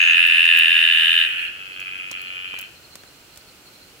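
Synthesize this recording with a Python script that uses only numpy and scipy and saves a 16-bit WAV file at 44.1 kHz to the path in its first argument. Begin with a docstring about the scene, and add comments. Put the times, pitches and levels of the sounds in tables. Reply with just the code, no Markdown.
"""Tree frogs trill in a bush at night: one loud and close, two farther off, stopping in turn.
Each trill is a train of short pulses ringing the throat and vocal sac, scattered by the leaves.
Faint chirps, ticks on the foliage, a thin insect whine and a soft hiss fill the background."""
import sys
import numpy as np
from scipy import signal
from scipy.fft import rfft, irfft
from scipy.io import wavfile
from scipy.ndimage import uniform_filter1d, minimum_filter1d

SR = 44100
rng = np.random.default_rng(int(sys.argv[2]) if len(sys.argv) > 2 else 0)


def to_wav(sig):
    """Store sig (one row per channel, or 1-D mono) as 16-bit WAV at the path in sys.argv[1].

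    Samples outside -1..1 are clipped; the rate is SR.
    """
    pcm = np.clip(np.atleast_2d(sig), -1, 1) * 32767
    pcm = np.round(pcm).astype(np.int16)
    wavfile.write(sys.argv[1], SR, pcm.T)  # frames by channels


N = 176400
TIME = np.arange(N) / SR
FREQS = np.fft.rfftfreq(N, 1 / SR)

# EQ on both far frogs (frequency [Hz], gain [dB])
FAR_EQ = [(1300, 1), (1700, 2.5), (2250, -4), (2500, 3), (2900, -1.5), (3130, 3.5), (3600, 3)]
# their early reflections off the leaves, left then right (delay [ms], gain [linear])
FAR_REFLECTIONS = [
    [(.3, 0.76), (2.1, 0.12), (4.2, 0.05)],
    [(0, 0.86), (.85, 0.83), (2.4, 0.1)],
]


def near_frog():
    """The close frog: a bright trill with a faint sinking whistle, airy overtones and a pulsing rasp."""
    # pace of the trill (time [s], rate [pulses/s])
    rate = [(0, 84.96), (.15, 84.86), (.85, 82.22), (1.28, 83.42)]
    # its envelope (time [s], level [dB])
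    level = [(0, -15), (.2, -15), (.5, -14.5), (1.1, -17), (1.21, -16), (1.265, -22), (1.29, -40),
             (1.31, -84)]
    # vocal sac tuning (time [s], pitch [Hz])
    sac = [(0, 2590), (.2, 2650), (.65, 2760), (1.05, 2900), (1.22, 2940), (1.3, 2780)]
    # throat resonances (pitch [Hz], drift [Hz/s], level against the sac [dB], decay [ms])
    throat = [(1782, -118, -19, 2.45), (1570, -46, -15, 0.23), (3720, 73, -16, 0.44)]
    # voice EQ (frequency [Hz], gain [dB])
    eq = [(1300, 2.5), (1700, 3.5), (2050, 4.5), (2300, -15.5), (2500, 6.5), (2800, -1.5), (3050, 4),
          (3350, -11.5), (3650, 12), (4300, -1.5)]
    # whistle glide (time [s], pitch [Hz])
    whistle_pitch = [(.55, 16100), (.75, 15000), (1.0, 13900), (1.25, 13400)]
    # whistle envelope (time [s], level [dB])
    whistle_level = [(.5, -85), (.65, -53), (1.0, -53), (1.15, -50), (1.21, -52), (1.27, -85)]
    # early reflections off the leaves, left then right (delay [ms], gain [linear])
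    reflections = [
        [(0, 0.8), (1.1, 0.067), (2.9, 0.05)],
        [(.03, 0.37), (1.75, 0.66), (2.85, .25)],
    ]
    # thin overtones (start [s], end [s], pitch [Hz], width [Hz], level [dB], left over right [dB])
    overtones = [(0, .145, 6420, 110, -44, 0), (0, .12, 6850, 250, -50, 0), (.17, 1.27, 9640, 70, -51, 6),
                 (.17, 1.22, 9900, 170, -52, 3), (.1, 1.25, 7680, 150, -56, -3)]
    # rasp colour (frequency [Hz], level [dB])
    rasp_eq = [(200, -40), (700, -0.5), (1200, 12.5), (4200, 13), (5200, 9), (6000, 1.5), (8800, -6),
               (10700, -27), (13000, -8), (16000, -21)]
    times = pulse_times(rate, anchor_s=.0146, jitter_ms=.0704)
    voice = trill(times, level, sac, throat, eq, top_hz=4060, shimmer_db=1.2, wobble=.021)
    whistle = unit(ring(times, curve(whistle_pitch, times), np.ones(len(times)), decay_ms=1))
    out = foliage(voice + whistle * amp(curve(whistle_level)), reflections, wet_db=-12)
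    flutter = puffs(times, decay_ms=14)
    for start, end, hz, width_hz, db, pan_db in overtones:
        gate = uniform_filter1d(1. * ((TIME >= start) & (TIME < end)), size=900)
        tone = unit(crossfeed(band(hz, width_hz), .48))
        out += amp(db) * tone * gate * flutter * pan(pan_db)
    rasp = crossfeed(noise(amp(spectrum(rasp_eq))), .29) * puffs(times, decay_ms=24)
    return out + rasp * amp(curve(level) - 26.5) * amp([[-1.5], [.6]])


def second_frog():
    """A neighbour, duller and more scattered, with a faint sizzle on each pulse."""
    # pace of the trill (time [s], rate [pulses/s])
    rate = [(0, 88.5), (.75, 87.7), (1.4, 86.3)]
    # its envelope (time [s], level [dB])
    level = [(0, -25), (.7, -24), (1.2, -24), (1.33, -30.5), (1.45, -29.5), (1.499, -41.5), (1.53, -85)]
    # vocal sac tuning (time [s], pitch [Hz])
    sac = [(0, 2710), (1.2, 2878), (1.5, 2760)]
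    # throat resonances (pitch [Hz], drift [Hz/s], level against the sac [dB], decay [ms])
    throat = [(1846, -120, -11, 1.36), (3380, -6, -27.5, 0.69)]
    # sizzle colour (frequency [Hz], level [dB])
    sizzle_eq = [(3500, -8), (6500, -7), (7600, -6), (8500, 2), (9800, -8), (11200, -3), (12300, -8),
                 (13900, -3), (16000, -10)]
    times = pulse_times(rate, anchor_s=1.4506, jitter_ms=.0737)
    voice = trill(times, level, sac, throat, FAR_EQ, top_hz=3102, shimmer_db=1.3, wobble=.009,
                  decay_ms=.98)
    sizzle = noise(amp(spectrum(sizzle_eq))) * puffs(times, decay_ms=10)
    return foliage(voice, FAR_REFLECTIONS, wet_db=.5) + sizzle * amp(curve(level) - 20)


def third_frog():
    """The faintest frog swells as the others stop, wavering in strength."""
    # pace of the trill (time [s], rate [pulses/s])
    rate = [(1.5, 95.24), (2.05, 91.94), (2.5, 92.03), (2.66, 95.49)]
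    # its envelope (time [s], level [dB])
    level = [(1.198, -47), (1.5, -40.5), (1.678, -36.5), (1.8, -33.5), (2.2, -34.5), (2.5, -33),
             (2.64, -36), (2.68, -56), (2.71, -88)]
    # vocal sac tuning (time [s], pitch [Hz])
    sac = [(1.5, 2770), (2, 2650), (2.4, 2780), (2.7, 2680)]
    # throat resonances (pitch [Hz], drift [Hz/s], level against the sac [dB], decay [ms])
    throat = [(1404, -24, -7.5, 1.12), (2010, 16, -11, 0.25), (2933, -7, -5.5, 1.6), (2590, 8, -13.5, 2.4)]
    times = pulse_times(rate, anchor_s=1.5494, jitter_ms=.0385)
    voice = trill(times, level, sac, throat, FAR_EQ, top_hz=3102, shimmer_db=1.3, wobble=.024)
    waver_db = band(10.6, width_hz=6.8)[0]
    return foliage(voice * amp(waver_db), FAR_REFLECTIONS, wet_db=-5) * pan(2.4)


def trill(times, level, sac, throat, eq, top_hz, shimmer_db, wobble, decay_ms=1):
    """Pulses, uneven in strength and tuning, ring the vocal sac and the throat."""
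    strength, detune = rng.uniform(-1, 1, (2, len(times))) * np.sqrt(3)
    gains, tuning = amp(shimmer_db * strength), 1 + wobble * detune
    voice = ring(times, curve(sac, times) * tuning, gains, decay_ms)
    for hz, drift, db, ring_ms in throat:
        voice += ring(times, (hz + drift * times) * tuning, gains * amp(db), ring_ms)
    bandpass = signal.butter(5, [1322, top_hz], btype="band", fs=SR, output="sos")
    voice = signal.sosfilt(bandpass, voice)
    voice = irfft(rfft(voice) * amp(spectrum(eq)), N)
    return unit(voice) * amp(curve(level))


def pulse_times(rate, anchor_s, jitter_ms):
    """Slightly loose pulse times [s] that follow a rate curve, lined up on the anchor."""
    cycles = np.cumsum(curve(rate)) / SR
    cycles -= np.interp(anchor_s, TIME, cycles)
    times = np.interp(np.arange(np.ceil(cycles[0]), cycles[-1]), cycles, TIME)
    return times + jitter_ms / 1000 * rng.standard_normal(len(times))


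def ring(times, hz, gains, decay_ms, rise_ms=.34):
    """A resonance answers each pulse with a soft-edged, dying tone."""
    at = np.maximum(times * SR, 0).astype(int)[:, None] + np.arange(600)
    age = np.maximum(at / SR - times[:, None], 0)
    envelope = (1 - np.exp(-(1000 * age / rise_ms) ** 2)) * np.exp(-1000 * age / decay_ms)
    tones = gains[:, None] * envelope * np.sin(2 * np.pi * hz[:, None] * age)
    return np.bincount(at.ravel(), tones.ravel(), N)[:N]


def puffs(times, decay_ms):
    """An envelope that jumps at each pulse and dies away."""
    since_ms = (TIME - times[np.searchsorted(times, TIME) - 1]) * 1000
    return unit(np.exp(-abs(since_ms) / decay_ms))


def foliage(voice, reflections, wet_db, bush_t60_s=.049, wood_t60_s=.54, wood_db=.5):
    """Echoes from near leaves, then the scatter of the bush and the wood behind."""
    paths = np.array([sum(gain * np.exp(-2j * np.pi * FREQS * ms / 1000) for ms, gain in side)
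                      for side in reflections])
    early = irfft(rfft(voice) * paths / np.sqrt(np.mean(abs(paths) ** 2)), N)
    t = TIME[:SR // 2]
    wet = 0
    for k in range(3):  # three tails crossfade slowly, keeping the reverb moving
        bush, wood = rng.standard_normal((2, 2, len(t))) * np.minimum(t / .0016, 1)
        tail = unit(bush * amp(-60 * t / bush_t60_s))
        tail += amp(wood_db) * unit(wood * amp(-60 * t / wood_t60_s))
        sway = np.cos(np.pi * (TIME * .81 + k / 3)) * np.sqrt(2 / 3)
        wet += signal.fftconvolve((voice * sway)[None], tail / np.sqrt(len(t)), axes=1)[:, :N]
    return early + amp(wet_db) * wet


def chirper(gap_s=.078, half_note_s=.019, echo_db=-12, echo_s=.36, rattle_hz=71.6):
    """A distant caller gives three blurred, rattling notes at a time."""
    # calls (first note [s], level [dB])
    calls = [(1.32, -48.5), (1.66, -53.5), (2.121, -49), (2.49, -53), (2.769, -50.5), (2.923, -52),
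             (3.33, -52.5), (3.67, -50)]
    power = np.zeros(N)
    for start, db in calls:
        for k in range(3):
            t = TIME - start - k * gap_s
            note = np.exp(-(t / half_note_s) ** 2)
            echo = amp(echo_db) * (t > 0) * np.exp(-abs(t) / echo_s)
            power += (amp(db) * (note + echo)) ** 2
    knots = np.arange(0, N / SR, gap_s)
    wander_hz = np.interp(TIME, knots, 80 * rng.standard_normal(len(knots)))
    shift = np.exp(2j * np.pi * np.cumsum(wander_hz) / SR)
    voice = (signal.hilbert(band(4250, width_hz=150)) * shift).real
    rattle = 1 + .17 * np.sin(2 * np.pi * rattle_hz * TIME)
    return voice * rattle * np.sqrt(power) * amp([[-3], [0]])


def ticks(decay_s=.002, tail_s=.012, tail_db=-14):
    """Small snaps and taps on leaves and twigs, each a blend of three noise layers."""
    # hits (time [s], body [dB], crack [dB], fizz [dB], left over right [dB])
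    hits = [(.268, -60, -42, -27, -4), (.4544, -45, -32, -33, 1), (.571, -60, -38, -26, -6),
            (.589, -50, -35, -21, -6), (1.801, -55, -40, -40, -2), (2.114, -31, -29.5, -33, -5),
            (2.216, -60, -45, -35, -4), (2.539, -33, -47, -52, -2), (2.589, -39, -34, -30, -4),
            (2.613, -60, -43, -30, -8), (2.955, -37, -33, -37, 1), (3.036, -38, -50, -55, -2),
            (3.36, -48, -43, -45, -4), (3.374, -55, -37, -39, -2)]
    # colours of body, crack and fizz (frequency [Hz], level [dB])
    layer_eqs = [
        [(30, -30), (130, -5), (400, 0), (1400, 0), (3500, -12), (8000, -35)],
        [(200, -35), (1000, -20), (3000, -3), (7500, 0), (10000, -8), (16000, -22)],
        [(5000, -30), (9000, -7), (13000, 0), (16000, -1)],
    ]
    layers = [noise(amp(spectrum(eq))) for eq in layer_eqs]
    t = TIME[:SR // 10]
    envelope = np.exp(-t / decay_s) + amp(tail_db) * np.exp(-t / tail_s)
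    out = np.zeros((2, N))
    for start, *layer_dbs, pan_db in hits:
        at = slice(round(start * SR), round(start * SR) + len(t))
        burst = sum(amp(db) * layer[:, at] for db, layer in zip(layer_dbs, layers))
        out[:, at] += crossfeed(burst, .14) * envelope * pan(pan_db)
    return out


def night_air(hiss_db=-48.5):
    """A bed of soft hiss; a far chorus and an insect's whine swell in it."""
    # hiss colour (frequency [Hz], level [dB])
    hiss_eq = [(15, -58), (25, -11.5), (80, -3), (228, -8), (361, -5.5), (1040, -13), (1470, -7),
               (1730, -13.5), (2730, -7.5), (3680, -13.5), (4210, -11), (6490, -16.5), (7630, -18),
               (14200, -22.5), (15800, -19.5)]
    # stereo likeness (frequency [Hz], correlation [-1 to 1])
    likeness = [(60, 0.78), (180, 0.97), (550, 0.72), (1650, 0.24), (4970, -0.09), (15000, 1)]
    # stereo balance (frequency [Hz], left over right [dB])
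    balance = [(60, -4), (150, -2), (380, -2), (950, -1.5), (2380, -0.5), (5980, -2.5), (15000, -1.5)]
    # chorus and whine (pitch [Hz], width [Hz], level [dB], peak time [s], half length [s])
    drones = [(2740, 77, -72, 3.6, 4.5), (7580, 39, -64.5, 3, 1.1)]
    left, unrelated = rfft(rng.standard_normal((2, N)))
    same, tilt_db = spectrum(likeness), spectrum(balance) / 2
    right = same * left + np.sqrt(1 - same ** 2) * unrelated
    pair = np.array([left * amp(tilt_db), right * amp(-tilt_db)])
    out = amp(hiss_db) * unit(irfft(pair * amp(spectrum(hiss_eq)), N))
    for hz, width_hz, db, peak_s, half_s in drones:
        out += amp(db) * band(hz, width_hz) * np.exp(-((TIME - peak_s) / half_s) ** 2)
    return out


def noise(gain):
    """Two unrelated noises of one colour."""
    return unit(irfft(rfft(rng.standard_normal((2, N))) * gain, N))


def band(hz, width_hz):
    """Narrow noise around one pitch."""
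    return noise(1 / (1 + ((FREQS - hz) / width_hz) ** 2))


def crossfeed(pair, amount):
    """Bleeds each side into the other, narrowing the image."""
    return pair + amount * pair[::-1]


def pan(db):
    """Stereo gains with the left db above the right."""
    return amp([[db / 2], [-db / 2]])


def amp(db):
    """Decibels to gain."""
    return 10 ** (np.asarray(db) / 20)


def unit(x):
    """Scales to rms 1."""
    return x / np.sqrt(np.mean(x ** 2) + 1e-20)


def curve(points, t=TIME):
    """Reads a curve over time."""
    return np.interp(t, *np.transpose(points))


def spectrum(points):
    """Reads a curve on a log-frequency axis."""
    hz, value = np.transpose(points)
    return np.interp(np.log(FREQS + 1), np.log(hz + 1), value)


def scene():
    """Everything that sounds in and around the bush."""
    return near_frog() + second_frog() + third_frog() + chirper() + ticks() + night_air()


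def record(dry, ceiling=.95, cutoff_hz=15800):
    """A limiter rounds off the loudest peaks, then a steep low-pass trims the top."""
    overshoot = np.maximum(abs(signal.hilbert(dry)).max(0) / ceiling, 1)
    gain = uniform_filter1d(minimum_filter1d(1 / overshoot, size=200), size=200)
    lowpass = signal.firwin(511, cutoff_hz, window=("kaiser", 9), fs=SR)
    return signal.oaconvolve(dry * gain, lowpass[None], "same")


dry = scene()
out = record(dry)
to_wav(out)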